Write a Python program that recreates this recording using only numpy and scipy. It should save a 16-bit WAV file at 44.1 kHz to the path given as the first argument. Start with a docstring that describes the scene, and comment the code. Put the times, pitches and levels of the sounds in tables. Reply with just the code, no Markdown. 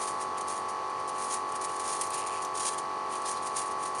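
"""Gloved fingers work small parts on a foil-covered lab bench. Rubber and foil rustle in short rubs
of hiss and crinkle, rubber scuffs on the parts, the parts tick, and one tight twist creaks as it
sticks and slips. A ventilation motor drones throughout, throbbing and whining with each turn of
its shaft, over a soft rush of air in a small hard room."""
import sys
import numpy as np
from scipy import signal
from scipy.fft import rfft, irfft, next_fast_len
from scipy.io import wavfile
from scipy.ndimage import map_coordinates

SR = 44100
rng = np.random.default_rng(int(sys.argv[2]) if len(sys.argv) > 2 else 0)


def digitize_waveform(pressure):
    """Quantize a signal to 16-bit integers and store it at the path in sys.argv[1].

    Rows of a 2-D input are taken as channels; values are limited to [-1, 1].
    """
    field = np.atleast_2d(pressure).T
    bounded = np.clip(field, -1, 1)
    quanta = np.round(bounded * 32767).astype(np.int16)
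    wavfile.write(sys.argv[1], SR, quanta)


N = 176400
T = np.arange(N) / SR
SHAFT_HZ = 47.075


def amp(db):
    """Decibels to gain."""
    return 10 ** (np.asarray(db) / 20)


def unit(x):
    """Scale to rms 1."""
    return x / np.sqrt(np.mean(x ** 2) + 1e-20)


def wobble(rate):
    """A smooth random curve, rate knots a second."""
    return map_coordinates(rng.standard_normal(int(N * rate / SR) + 4), [T * rate])


def filtered(x, response):
    """Filter x by a gain given as a function of frequency."""
    size = next_fast_len(len(x) + 8192)
    return irfft(rfft(x, size) * response(np.fft.rfftfreq(size, 1 / SR)), size)[:len(x)]


def coloured(x, points):
    """EQ x with a curve of (f/Hz, level/dB) points on a log frequency axis."""
    freqs, db = np.transpose(points)
    return filtered(x, lambda hz: amp(np.interp(np.log(hz + 1), np.log(freqs), db)))


def bell(x, centre, width):
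    """A Gaussian hump: a band in frequency or a swell in time."""
    return np.exp(-.5 * ((x - centre) / width) ** 2)


def burst(t60):
    """Noise that starts at once and dies away."""
    t = T[:SR // 2]
    return rng.standard_normal(len(t)) * amp(-60 * t / t60)


def decays(triggers, fall_s):
    """Give each trigger a tail that falls to a thousandth in fall_s."""
    return signal.lfilter([1], [1, -np.exp(-np.log(1000) / (fall_s * SR))], triggers)


def motor():
    """Shaft harmonics bunch into three throbs a turn, while the speed sways slightly."""
    # the drone's harmonics: multiple of the shaft rate, relative level/dB
    harmonics = [(1, -48), (2, -29), (3, -38.5), (4, -43.5), (5, -26), (6, -36.5), (7, -22), (8, -13.5),
                 (9, -17.5), (10, -21.5), (11, -14.5), (12, -27), (13, -36), (14, -14), (15, -20.5),
                 (16, -12.5), (17, -13), (18, -7), (19, -11), (20, -25.5), (21, -14), (22, -6), (23, -9.5),
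                 (24, 0), (25, -32), (26, -15), (27, -15), (28, -15.5), (29, -23), (30, -31), (31, -37.5),
                 (32, -37.5), (33, -26.5), (34, -30.5), (35, -26.5), (36, -40.5), (37, -21.5), (38, -27),
                 (39, -37.5), (40, -33.5), (41, -22), (42, -25.5), (43, -29.5), (44, -49.5)]
    # throbs within one turn: position/turns, weight
    throbs = [(.206, .94), (.577, .9), (.832, 1.0)]
    drone_db, waver_db, lag_turns_per_order = -37.5, .46, .0132
    sway_hz, sway_turns, drift_turns = 5.88, .0013, .00025
    turns = SHAFT_HZ * T + sway_turns * np.sin(2 * np.pi * sway_hz * T) + drift_turns * wobble(2.8)
    loudest = max(harmonics, key=lambda row: row[1])[0]
    out = whines(turns)
    for order, db in harmonics:
        throb = sum(weight * np.exp(2j * np.pi * order * (turns - at)) for at, weight in throbs)
        lag = np.pi * lag_turns_per_order * (order - loudest) ** 2  # low harmonics arrive later
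        gain = amp(drone_db + db + waver_db * wobble(5.05))
        out += gain * np.sqrt(2) * np.cos(np.angle(throb) + lag)
    return out


def whines(turns):
    """Clusters of uneven high shaft harmonics make thin whines, each swelling once a turn."""
    # whine bands: centre/Hz, width/Hz, swell position/turns, level/dB
    bands = [(2360, 98, .24, -61.5), (2897, 88, .3, -65.5), (4160, 120, .2, -64.5), (4552, 74, 0.54, -60.5),
             (6000, 130, .3, -67)]
    out = np.zeros(N)
    for centre, width, at, db in bands:
        orders = round(centre / SHAFT_HZ) + np.arange(-5, 6)
        scatter = .45 * rng.standard_normal((len(orders), 2)) @ [1, 1j]  # in strength and phase
        gains = bell(orders * SHAFT_HZ, centre, width) * (1 + scatter)
        cluster = sum(abs(gain) * np.cos(2 * np.pi * order * (turns - at) + np.angle(gain))
                      for order, gain in zip(orders, gains))
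        out += amp(db) * unit(cluster)
    return out


def ventilation():
    """A bed of rushing air and a few faint, wavering hums."""
    # hums in the room: f/Hz, level/dB
    tones = [(100, -76.5), (296, -65), (381.8, -63.5), (434.5, -58), (447, -60.5), (585, -58.5), (866, -57),
             (1170, -57), (1183, -61.5)]
    # colour of the air: f/Hz, relative level/dB
    air_eq = [(20, -40), (40, -19), (62, -13.5), (130, 0), (400, 4), (1150, 6), (1600, 0.5), (2200, -2.5),
              (3400, -7.5), (6000, -8.5), (7900, -15.5), (9500, -9), (11500, -32)]
    air_db = -45.5
    hums = sum(amp(db) * unit(np.sin(2 * np.pi * hz * T + .5 * wobble(4.08))) for hz, db in tones)
    return hums + amp(air_db) * unit(coloured(rng.standard_normal(N), air_eq))


def rustles():
    """Each rub swells and fades: sliding hiss and tiny crinkles, flaring whenever the foil buckles."""
    # rubs of glove and foil: peak t/s, rise/s, fall/s, relative level/dB
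    rubs = [(0.024, 0.084, 0.077, -36.5), (0.075, 0.018, 0.088, -38), (.22, 0.065, 0.048, -42.5),
            (.382, 0.014, 0.021, -39), (.412, 0.0072, 0.02, -38), (.485, 0.014, .08, -39),
            (.51, 0.075, 0.15, -44.5), (.568, .02, 0.058, -41), (.688, 0.0066, 0.066, -45),
            (.902, .01, 0.02, -51), (1.0, .02, .05, -54), (1.079, 0.006, 0.03, -42.5),
            (1.096, 0.016, 0.012, -36.5), (1.205, 0.084, 0.096, -39.5), (1.245, 0.036, 0.078, -40),
            (1.34, 0.082, 0.059, -34), (1.495, 0.037, 0.052, -50.5), (1.523, .012, 0.029, -42.5),
            (1.56, 0.019, 0.026, -36.5), (1.615, 0.0065, 0.054, -36.5), (1.648, 0.045, 0.025, -36),
            (1.70, 0.065, 0.15, -45.5), (1.765, .03, 0.022, -40.5), (1.798, 0.013, .06, -39),
            (1.885, 0.11, 0.13, -37.5), (1.935, 0.12, 0.16, -36.5), (1.987, .02, 0.046, -48),
            (2.015, 0.0057, 0.018, -29), (2.037, 0.011, 0.068, -38.5), (2.148, 0.043, .05, -37),
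            (2.19, 0.038, 0.045, -36.5), (2.273, 0.012, 0.018, -31), (2.425, 0.024, 0.073, -41),
            (2.554, 0.017, 0.11, -38), (2.58, .03, 0.087, -39), (2.607, .04, 0.087, -35.5),
            (2.632, .03, 0.055, -38), (2.655, 0.023, .08, -33), (2.681, 0.035, 0.038, -30.5),
            (2.73, 0.034, 0.091, -42.5), (2.782, 0.012, 0.039, -36.5), (3.117, 0.031, 0.098, -44),
            (3.155, 0.063, .14, -45), (3.22, .012, 0.024, -44), (3.26, 0.019, .06, -38.5),
            (3.288, .035, 0.075, -34), (3.315, 0.033, 0.038, -36.5), (3.37, .04, 0.061, -46.5),
            (3.43, 0.028, 0.067, -45), (3.47, .05, 0.035, -38.5), (3.567, 0.017, 0.077, -35),
            (3.596, 0.079, 0.094, -35), (3.66, .04, 0.13, -49.5), (3.717, 0.034, 0.022, -44),
            (3.835, .06, 0.054, -40), (3.856, .015, 0.08, -40), (3.95, 0.0072, .1, -43),
            (3.995, 0.044, .08, -43.5)]
    # colour of the rustle: f/Hz, relative level/dB
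    rustle_eq = [(200, -20), (1000, -13.5), (2000, -9.5), (3200, -9.5), (5000, -7), (7000, -2),
                 (7900, -6.5), (8600, 0.5), (9600, 1.5), (10500, -5.5), (11400, -22.5)]
    range_db, trim_db = 24, 1.5  # each rise and fall spans range_db
    crinkles_per_s, spread_db, crinkle_share = 2600, 3.5, .48
    buckles_per_s, buckle_t60_s, buckle_power = 140, .082, 3
    power = np.zeros(N)
    for peak, rise, fall, db in rubs:
        power += amp(db - range_db * np.maximum((peak - T) / rise, (T - peak) / fall)) ** 2
    crinkles = (rng.random(N) < crinkles_per_s / SR) * rng.choice([-1, 1], N)
    crinkles = crinkles * amp(spread_db * np.clip(rng.standard_normal(N), -2, 2))
    hiss = rng.standard_normal(N)
    grain = np.sqrt(crinkle_share) * unit(crinkles) + np.sqrt(1 - crinkle_share) * hiss
    buckles = rng.random(N) < buckles_per_s / SR
    flare_power = 1 + buckle_power * decays(buckles, buckle_t60_s / 2)  # power falls twice as fast
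    envelope = amp(trim_db) * np.sqrt(power) * unit(np.sqrt(flare_power))
    return envelope * unit(coloured(grain, rustle_eq))


def scuffs():
    """Rubber drags on the parts in soft puffs of friction noise, duller than the foil."""
    # scuffs of rubber: peak t/s, length/s, centre/Hz, level/dB
    puffs = [(.372, 0.023, 2750, -51), (1.695, .03, 2500, -51), (2.01, .03, 4500, -52),
             (2.127, .015, 4000, -49), (2.572, 0.024, 3850, -51), (2.743, .008, 2600, -47),
             (3.14, 0.034, 3000, -50), (3.265, 0.027, 4240, -45), (3.33, .025, 6100, -50),
             (3.375, 0.031, 4300, -49)]
    out = np.zeros(N)
    for peak, length, centre, db in puffs:
        friction = filtered(rng.standard_normal(N), lambda hz: bell(hz, centre, width=centre / 4))
        out += amp(db) * bell(T, peak, length / 2) * unit(friction)
    return out


def ticks():
    """A dry crack, then a short bright ring; the parts are too small to give any bass."""
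    # ticks of the parts: t/s, relative level/dB, ring f/Hz
    hits = [(1.2445, -38, 9300), (2.0122, -23, 9400), (2.0695, -35, 7040), (2.1054, -31.5, 9200),
            (2.145, -31, 9300), (2.189, -44, 8500), (2.4493, -30.5, 6400)]
    crack_db, ring_floor_db, ring_width_hz, low_cut_hz = 4, -13, 840, 1800
    out = np.zeros(N + SR)
    for start, db, ring_hz in hits:
        ring = filtered(burst(t60=.033), lambda hz: amp(ring_floor_db) + bell(hz, ring_hz, ring_width_hz))
        tick = amp(crack_db) * burst(t60=.004) + 2 * ring
        out[round(start * SR):][:len(tick)] += amp(db) * tick
    return filtered(out[:N], lambda hz: (1j * hz / (low_cut_hz + 1j * hz)) ** 2)


def creak():
    """Rubber sticks and slips in small jerks, fastest late in the twist; each is a snap and a rasp."""
    # course of the twist: t/s, slip rate/Hz, level/dB
    twist = [(2.1, 105, -58), (2.13, 130, -47), (2.21, 108, -46), (2.25, 83, -47.5), (2.299, 95, -45.5),
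             (2.335, 150, -45), (2.371, 170, -45.5), (2.41, 110, -52), (2.44, 110, -63)]
    # colour of a slip: f/Hz, relative level/dB
    slip_eq = [(500, -20), (1800, -1), (2500, 9), (3000, 5), (3500, -3), (5000, 1), (6400, -2), (7200, 5),
               (7800, -5), (8700, 4), (9900, 5), (11400, -21)]
    jitter_s = .0001
    times, rate, db = np.transpose(twist)
    slip_count = np.cumsum(np.interp(T, times, rate, left=0, right=0)) / SR
    slips = np.flatnonzero(np.diff(np.floor(slip_count)))
    hiss = rng.standard_normal(N)
    jittered = slips + jitter_s * SR * rng.standard_normal(len(slips))
    snaps = np.bincount(jittered.astype(int), minlength=N)
    rasp = hiss * decays(snaps, fall_s=.016)
    jerks = coloured(unit(rasp) + unit(snaps), slip_eq)
    return amp(np.interp(T, times, db)) * jerks / jerks[slips[0]:slips[-1]].std()


def scene():
    """The hands close up with a touch of room, over the steady machinery."""
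    room_db = -12
    hands = rustles() + scuffs() + ticks() + creak()
    tail = burst(t60=.27)
    room = signal.fftconvolve(hands, tail / np.linalg.norm(tail))[:N]
    return (hands + amp(room_db) * room + motor() + ventilation())[None]


def record(dry):
    """A steep high cut takes the very top off the mix."""
    high_cut_hz = 11500
    return filtered(dry[0], lambda hz: 1 / np.sqrt(1 + (hz / high_cut_hz) ** 70))[None]


dry = scene()
out = record(dry)
digitize_waveform(out)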